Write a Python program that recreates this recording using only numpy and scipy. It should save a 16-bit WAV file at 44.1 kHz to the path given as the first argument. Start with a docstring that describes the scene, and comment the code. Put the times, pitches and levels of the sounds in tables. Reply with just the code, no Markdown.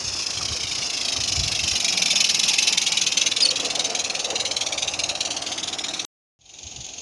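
"""A small live-steam locomotive runs past close by in a garden, its chuffs slowing from about 27 to 19 a second.
Shaped noise makes the chuffs and hiss, and a fence behind the track returns a moving echo of them.
Hollow coaches rumble, rail joints knock, a wheel flange squeals halfway through; wind nudges the microphone.
After a short silence the train fades in again, approaching a bridge from afar, with steady chuffs and two clinks."""
import sys
import numpy as np
from scipy import signal
from scipy.fft import rfft, irfft, next_fast_len
from scipy.io import wavfile
from scipy.ndimage import uniform_filter1d, map_coordinates

SR = 44100
rng = np.random.default_rng(int(sys.argv[2]) if len(sys.argv) > 2 else 0)


def generate_wav(signal):
    """Clip the signal to [-1, 1] and save it as 16-bit WAV at the path in sys.argv[1]."""
    frames = np.transpose(np.atleast_2d(signal))
    scaled = np.clip(frames, -1, 1) * 32767
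    pcm = np.round(scaled).astype(np.int16)
    wavfile.write(sys.argv[1], SR, pcm)


N = 309229

TIME = np.arange(N) / SR  # s
NEAR_END, FAR_START = 6.051, 6.39  # s, with silence between them
TOP_HZ = 12200  # nothing is kept above this
TRACK_M = .345  # from the microphone to the track

# tone of wheels on rough rails: (frequency [Hz], relative level per Hz [dB])
TRACK_TONE = [(60, -9.5), (110, -3), (190, -0.5), (290, 2), (420, 1.5), (600, -1), (740, -0.5), (950, -2),
              (1170, 1), (1500, -4.5), (2200, -5.5), (4000, -23.5)]


def amp(db):
    """Decibels to gain."""
    return 10 ** (np.asarray(db) / 20)


def unit(x):
    """Scale to rms 1."""
    return x / np.sqrt(np.mean(x ** 2) + 1e-20)


def curves(rows):
    """One value per sample for each column after the time."""
    s, *columns = np.transpose(rows)
    return [np.interp(TIME, s, column) for column in columns]


def wobble(rate):
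    """A smooth random curve with the given number of knots a second."""
    knots = rng.standard_normal(int(N * rate / SR) + 4)
    return map_coordinates(knots, [TIME * rate])


def filtered(x, response):
    """Multiply the spectrum of x by a response that depends on frequency."""
    size = next_fast_len(N + SR // 2)
    spectrum = rfft(x, size) * response(np.fft.rfftfreq(size, 1 / SR))
    return irfft(spectrum, size)[:N]


def coloured(x, points):
    """Shape x by (Hz, dB) points, falling steeply outside them, at rms 1."""
    f, db = np.transpose(points)

    def response(hz):
        low_skirt = 1 / (1 + (f[0] / 2 / (hz + 1)) ** 4)
        high_skirt = 1 / (1 + (hz / f[-1] / 2) ** 4)
        return low_skirt * high_skirt * amp(np.interp(np.log(hz + 1), np.log(f), db))

    return unit(filtered(x, response))


def resonate(x, modes):
    """Pass x through (Hz, width Hz, dB) resonances with alternating signs, at rms 1."""
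    def response(f):
        total = 0
        for k, (centre, width, db) in enumerate(modes):
            resonance = 1j * f * width / (centre * centre - f * f + 1j * f * width)
            total = total + (-1) ** k * amp(db) * resonance
        return total

    return unit(filtered(x, response))


def noise():
    """White noise: a hiss with all frequencies equally strong."""
    return rng.standard_normal(N)


def ringing(modes):
    """Noise passed twice through a resonance, so its sides are steep."""
    return resonate(resonate(noise(), modes), modes)


def bumps(rate, spread_db):
    """Random little impacts of uneven size, at rms 1."""
    hits = rng.random(N) < rate / SR
    return unit(hits * noise() * amp(spread_db * noise()))


def eddies(patchy_db):
    """Turbulent noise whose colour shifts from moment to moment."""
    spectrum = signal.stft(noise(), nperseg=512)[2]
    field = rng.standard_normal(spectrum.shape)
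    field = uniform_filter1d(field, size=3, axis=0)  # blurred over frequency
    field = uniform_filter1d(field, size=12, axis=1)  # blurred over time
    return signal.istft(spectrum * amp(patchy_db * unit(field)), nperseg=512)[1][:N]


def add(track, s, sound):
    """Mix a sound into the track at time s."""
    part = track[max(round(s * SR), 0):][:len(sound)]
    part += sound[:len(part)]


def nearness(s, passing):
    """Gain that peaks at time s and falls to half within the passing time (s) on either side."""
    return 1 / (1 + ((TIME - s) / passing) ** 2)


def wheel_turns(first_beat_s=.012):
    """Turns of the driving wheels since the first beat: their speed added up over time."""
    # speed of the driving wheels: (time [s], speed [turns per s])
    wheel_speed = [(0, 6.895), (.3, 6.91), (.5, 6.644), (.8, 6.732), (1.4, 6.344), (1.5, 6.377), (2.2, 5.3),
                   (2.7, 5.22), (3.1, 4.904), (3.2, 5.245), (3.9, 5.061), (4.5, 4.736), (5.1, 4.642),
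                   (6.05, 4.852)]
    turns = np.cumsum(curves(wheel_speed)[0]) / SR
    return turns - np.interp(first_beat_s, TIME, turns)


def position(turn_m=.12, pass_turns=15.66):
    """Metres along the track: negative while the engine is coming, zero with the chimney alongside."""
    return turn_m * (wheel_turns() - pass_turns)


def beamed(sides_db, beam_m=1.33):
    """Gain of a tone as the engine turns its front, flank and back to the microphone."""
    return amp(np.interp(position(), [-beam_m, 0, beam_m], sides_db))


def beats(turns, level_db, start, end, scatter_db=.7, open_scatter=.08):
    """Four exhaust beats to each turn of the wheels: rows (s, dB, open time s, after-puff dB)."""
    # the valves are set unevenly, so the four beats limp: (moment in the turn [share of a turn])
    valve_timing = [0, .21, .462, .744]
    # the same beats: (relative level [dB], average time the port stays open [s], returning puff [dB])
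    port_settings = [(1, .0155, -17.5), (.4, 0.017, -11), (-0.34, .021, -12.5), (0.22, 0.015, -18)]
    rows = []
    for turn in range(int(np.floor(turns[round(start * SR)])), int(turns[-1]) + 1):
        for share, (db, length, puff_db) in zip(valve_timing, port_settings):
            s = np.interp(turn + share, turns, TIME)
            louder, longer = rng.standard_normal(2)
            if start < s < end:
                db = db + np.interp(s, TIME, level_db) + scatter_db * louder
                rows.append((s, db, length * np.exp(open_scatter * longer), puff_db))
    return np.array(rows)


def blasts(strokes, rise=.003, after_delay=0.028, after_width=0.0065, tail_share=0.16):
    """Steam flow: each port opens fast and empties its cylinder; the returning piston adds a softer puff."""
    power, t = np.zeros(N), np.arange(SR // 8) / SR
    for s, db, length, after_db in strokes:
        opening = 1 - np.exp(-(t / rise) ** 2)
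        closing = np.exp(-(t / length) ** 3)
        afterflow = np.exp(-t / .05)
        release = opening * ((1 - tail_share) * closing + tail_share * afterflow)
        puff_gain = amp(after_db + rng.standard_normal())
        puff = puff_gain * np.exp(-((t - after_delay) / after_width) ** 2)
        add(power, s, amp(db) ** 2 * (release ** 2 + puff ** 2))
    return np.sqrt(power)


def wind(level_db=1.5, lump_db=2.0, spread=.42, breeze_db=-64):
    """Lumpy puffs of air swell and die on the microphone over a faint breeze of low noise."""
    # puffs: (start [s], length [s], level before the trim level_db [dB])
    gust_puffs = [(0.037, 0.067, -39.5), (0.112, 0.055, -41.5), (0.354, 0.052, -40), (0.428, .055, -38.5),
                  (0.497, 0.055, -37), (0.635, .036, -38), (0.682, 0.057, -38.5), (.762, 0.052, -41.5),
                  (1.175, 0.037, -39.5), (1.217, .04, -40), (1.334, .17, -29.5), (1.622, .052, -40),
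                  (1.72, .034, -37.5), (6.627, .06, -45), (6.753, 0.079, -43.5)]
    # tone of wind on the microphone: (frequency [Hz], relative level per Hz [dB])
    buffet_tone = [(22, -32.5), (38, -16), (58, -2.5), (95, -0.5), (140, -6), (220, -18), (450, -49.5)]
    power = amp(breeze_db) ** 2
    for s, length, db in gust_puffs:
        power = power + (amp(db + level_db) * nearness(s + length / 2, spread * length)) ** 2
    lumps = unit(amp(lump_db * wobble(30)) * coloured(noise(), buffet_tone))
    return np.sqrt(power) * lumps


def far_train(chuff_db=2, steam_db=-3, clink_t60=0.011):
    """From afar steady beats stand less clear of the hiss; couplings clink; all but the clinks fades in."""
    # tone of the distant chuffs and clinks: (frequency [Hz], relative level per Hz [dB])
    far_chuff_tone = [(1800, -30), (2400, -11), (3700, -1.5), (4300, -6.5), (4900, -13.5), (5600, -13),
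                      (6100, -3), (6650, 3.5), (7300, -20), (7900, -40), (8800, -23.5), (12000, -46.5)]
    # tone of the distant steam: (frequency [Hz], relative level per Hz [dB])
    far_steam_tone = [(1000, -29), (1900, -22), (2500, -4.5), (3700, -7), (4300, -8), (4900, -6),
                      (5600, -5), (6100, -3.5), (6600, 1.5), (7300, -8.5), (7900, -33), (8800, -25),
                      (10800, -27), (12000, -52.5)]
    # tone of the distant rumble: (frequency [Hz], relative level per Hz [dB])
    far_rumble_tone = [(80, -2), (150, -8), (300, -1), (550, -6), (760, -0.5), (1050, -13.5), (2000, -21)]
    # clinking couplings: (time [s], level [dB])
    coupling_clinks = [(6.539, -43), (6.866, -33)]
    turns_per_s, first_beat_s = 5.71, 6.453
    beat_db, hiss_db, rumble_db = -34, -38.5, -50  # beats and hiss are trimmed below
    fade_db, fade_s = 28, 0.11  # depth and time constant

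    strokes = beats(turns_per_s * (TIME - first_beat_s), np.full(N, beat_db), FAR_START, TIME[-1])
    clinks, t = np.zeros(N), np.arange(SR // 20) / SR
    for s, db in coupling_clinks:
        add(clinks, s, amp(db - 60 * t / clink_t60))  # 60 dB down after clink_t60 seconds
    fade = amp(-fade_db * np.exp(-np.maximum(TIME - FAR_START, 0) / fade_s))
    flow = amp(chuff_db) * fade * blasts(strokes) + clinks
    chuffs = flow * coloured(eddies(patchy_db=2.5), far_chuff_tone)
    hiss = amp(hiss_db + steam_db) * coloured(noise(), far_steam_tone)
    rumble = amp(rumble_db) * coloured(noise(), far_rumble_tone)
    return chuffs + fade * (hiss + rumble)


def boom(steady_db=-58, peak_db=-50, peak_s=5.0, passing_s=0.18):
    """The boards under the track answer the weight with one low mode, swelling as the last coach goes by."""
    # low mode of the boards: (frequency [Hz], width [Hz], relative level [dB])
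    board_mode = [(93, 63, 0)]
    level = amp(steady_db) + amp(peak_db) * nearness(peak_s, passing_s)
    return level * ringing(board_mode)


def wheels(track_db=3.0, body_db=0, sway_db=1, surge_db=1.33, sharpness=4.8):
    """Rough rails shake the track bed; each vehicle's hollow body drums louder as it goes by."""
    # wheels on the rails: (time [s], level before the trim track_db [dB])
    rolling_levels = [(0, -45.5), (1.6, -44), (3.15, -44), (3.7, -41.5), (4.2, -43), (6, -45.5)]
    # drumming bodies: (time nearest [s], passing time [s], low mode [Hz], level before the surges [dB],
    # high mode [Hz], level before the surges [dB])
    drumming_bodies = [(1.5, 0.75, 268, -50, 693, -44), (2.1, .3, 186, -46, 765, -46),
                       (2.749, 0.45, 183, -46.5, 830, -44.5), (3.55, 0.33, 279, -45.5, 505, -43),
                       (3.851, 0.22, 498, -40.5, 708, -38), (4.29, 0.21, 500, -40, 717, -40.5),
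                       (4.72, 0.34, 577, -39.5, 803, -41), (5.17, 0.17, 602, -46.5, 694, -40),
                       (5.7, 0.85, 302, -48, 712, -44)]
    rolling = amp(curves(rolling_levels)[0] + track_db)
    out = rolling * coloured(bumps(rate=2500, spread_db=0.5), TRACK_TONE)
    for s, passing, low_hz, low_db, high_hz, high_db in drumming_bodies:
        for hz, db in (low_hz, low_db), (high_hz, high_db):
            level = amp(db + body_db + surge_db * wobble(14)) * nearness(s, passing)
            out += level * ringing([(hz, hz / sharpness + 25, 0)])
    return amp(sway_db * wobble(25)) * out


def joints(knock_db=-4):
    """A wheel drops into a rail gap: a dull crack and a short ring."""
    # knocks: (time [s], level before the trim knock_db [dB], ring pitch [Hz])
    joint_knocks = [(0.195, -25.5, 1110), (0.411, -21.5, 1185), (0.519, -21.5, 1130), (0.552, -21, 506),
                    (1.159, -25.5, 1130), (1.5, -21.5, 680), (1.994, -21, 650), (2.133, -21, 590),
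                    (3.603, -19.5, 523), (3.783, -23.5, 590), (4.153, -29.5, 694), (4.33, -14, 460),
                    (4.511, -22, 646), (5.085, -31, 685), (5.112, -18.5, 703), (5.807, -22, 714)]
    out, t = np.zeros(N), np.arange(SR // 10) / SR
    for s, db, hz in joint_knocks:
        ring = amp(-60 * t / .035) * np.sin(2 * np.pi * hz * t)
        crack = amp(-60 * t / .03) * coloured(noise(), TRACK_TONE)[:len(t)] / 2
        soft_start = 1 - np.exp(-t * hz)
        add(out, s, amp(db + knock_db) * soft_start * (ring + crack))
    return out


def flange(rub_db=-34):
    """The wheel sticks and slips on the rail in three unsteady chirps, singing faintly between them."""
    # pitch of the flange rubbing the rail: (time [s], pitch [Hz])
    squeal_pitch = [(3.42, 4920), (3.433, 5000), (3.438, 4400), (3.463, 4430), (3.484, 4800), (3.489, 4400),
                    (3.497, 4330)]
    # bites: (time loudest [s], half length [s], level [dB], octave relative to it [dB])
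    chirp_bites = [(3.43, .011, -11, -20), (3.456, 0.0076, -13.5, -9), (3.492, .004, -12.5, -21)]
    hz, = curves(squeal_pitch)
    shaky_hz = hz * (1 + .007 * wobble(900))
    phase = 2 * np.pi * np.cumsum(shaky_hz) / SR
    rubbing = (TIME > chirp_bites[0][0]) & (TIME < chirp_bites[-1][0])
    out = amp(rub_db) * np.sin(phase) * rubbing
    for s, half, db, octave_db in chirp_bites:
        bite = np.exp(-((TIME - s) / half) ** 4)
        out += amp(db) * bite * (np.sin(phase) + amp(octave_db) * np.sin(2 * phase))
    return out


def passing_beats():
    """The beats of the close pass follow the engine's effort and fall off with distance."""
    # force of the exhaust, rising as the train drags: (time [s], level alongside before other trims [dB])
    exhaust_effort = [(0, -15), (.5, -11), (1.2, -10.5), (1.9, -11.5), (2.7, -12.5), (3.15, -10.5),
                      (3.45, -12), (3.8, -9), (4.15, -9.5), (4.55, -6), (5.6, -7), (6.05, -6.5)]
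    # beats that spit harder than their neighbours: (time [s], extra level [dB])
    hard_spits = [(.303, 1.5), (1.119, 2), (3.169, 2), (3.79, 1.5), (5.088, 3.5), (5.204, 4)]
    spreading_db = 20 * np.log10(TRACK_M / np.hypot(position(), TRACK_M))
    rows = beats(wheel_turns(), curves(exhaust_effort)[0] + spreading_db, 0, NEAR_END)
    for s, db in hard_spits:
        nearest = np.argmin(abs(rows[:, 0] - s))
        rows[nearest, 1] += db
    return rows


def valve_lap(strokes, dip_db=-3.5, lead=0.0064, width=0.0049):
    """Just before each beat the valve covers the ports and the steam drops back."""
    shut, t = np.zeros(N), np.arange(-SR // 50, SR // 50) / SR
    for s in strokes[:, 0]:
        add(shut, s - lead + t[0], np.exp(-(t / width) ** 2))
    return amp(dip_db * shut)


def echoes(x, fence=.55, fence_hz=7500, bounce=0.1, bounce_ratio=0.165):
    """Fence and ballast echoes lag most near the closest point, sweeping comb-like notches through the steam."""
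    mirror_along_m, mirror_across_m = .105, 1.139  # the microphone mirrored by the fence, from the track
    along = position()
    fence_path = np.hypot(along - mirror_along_m, mirror_across_m)
    lag = (fence_path - np.hypot(along, TRACK_M)) / 343  # speed of sound, m/s
    dull = filtered(x, lambda hz: 1 / (1 + (hz / fence_hz) ** 4))  # rough surfaces scatter the treble

    def late(delay):
        return map_coordinates(dull, [(TIME - delay) * SR], order=3)

    mixed = x + fence * late(lag) + bounce * late(bounce_ratio * lag)
    return mixed / np.sqrt(1 + fence ** 2 / 2)


def locomotive(chuff_db=-3, sizzle_db=-13, hiss_db=-3, ring_db=-2.5, spit_db=1.04, flutter_db=2.6):
    """Wet, spitting exhaust beats over a fluttering hiss of escaping steam and its hollow ring."""
    # blast at the chimney: (frequency [Hz], relative level per Hz [dB])
    chuff_tone = [(880, -53), (1500, -13), (1900, -9.5), (2280, 3.5), (3200, 5), (4000, 5), (4700, 0),
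                  (5300, 1.5), (6300, 7.5), (6950, 2), (8000, -16), (8850, -5), (9800, -17.5), (10800, -12),
                  (12200, -45)]
    # ring of the chimney: (frequency [Hz], width [Hz], relative level [dB])
    chimney_mode = [(3957, 940, 0)]
    # sizzling treble: (frequency [Hz], relative level per Hz [dB])
    sizzle_tone = [(6000, -43.5), (8000, -13.5), (9800, 4), (11200, 2.5), (12200, -18)]
    # steady escape of steam: (time [s], level before the trim hiss_db [dB])
    steam_levels = [(0, -28.5), (.86, -31), (1.4, -32), (2.3, -31), (3.4, -32.5), (6, -33.5)]
    # tone of the steam: (frequency [Hz], relative level per Hz [dB])
    hiss_tone = [(900, -22), (1700, -19.5), (2300, -8.5), (2750, -2), (3400, -6), (4500, -0.5), (5500, 2),
                 (6700, 0.5), (7900, -14), (8800, -13), (10800, -20), (12300, -77.5)]
    # the hiss rings in the boiler fittings: (frequency [Hz], width [Hz], relative level [dB])
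    fittings_mode = [(5196, 810, 0)]
    # and lower, in the cab: (frequency [Hz], width [Hz], relative level [dB])
    cab_mode = [(2684, 620, 0)]
    # each tone is beamed its own way: (coming [dB], alongside [dB], going away [dB]), before the trims
    chimney_beam, sizzle_beam = (-9.5, -7, -4.5), (-15.5, -7, -26)
    fittings_beam, cab_beam = (-29.5, -25, -49.5), (-43, -29.5, -45)

    strokes = passing_beats()
    blast = coloured(eddies(patchy_db=3), chuff_tone)
    pipe = beamed(chimney_beam) * ringing(chimney_mode)
    sizzle = amp(sizzle_db) * beamed(sizzle_beam) * coloured(noise(), sizzle_tone)
    spitting = amp(chuff_db + spit_db * wobble(700))
    chuffs = spitting * blasts(strokes) * (blast + pipe + sizzle)

    flutter = amp(flutter_db * wobble(90))
    steam = coloured(eddies(patchy_db=2.5), hiss_tone) + sizzle
    hiss = amp(curves(steam_levels)[0] + hiss_db) * steam
    ring = beamed(fittings_beam) * ringing(fittings_mode) + beamed(cab_beam) * ringing(cab_mode)
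    return valve_lap(strokes) * (echoes(chuffs + flutter * hiss) + amp(ring_db) * flutter * ring)


def scene():
    """The close pass, an abrupt silence, then the far approach."""
    near, far = TIME < NEAR_END, TIME > FAR_START
    passing = locomotive() + wheels() + boom() + joints() + flange()
    return (near * passing + far * far_train() + (near | far) * wind())[None]


def record(dry):
    """Remove everything above the band limit."""
    return np.array([filtered(channel, lambda hz: hz < TOP_HZ) for channel in dry])


dry = scene()
out = record(dry)
generate_wav(out)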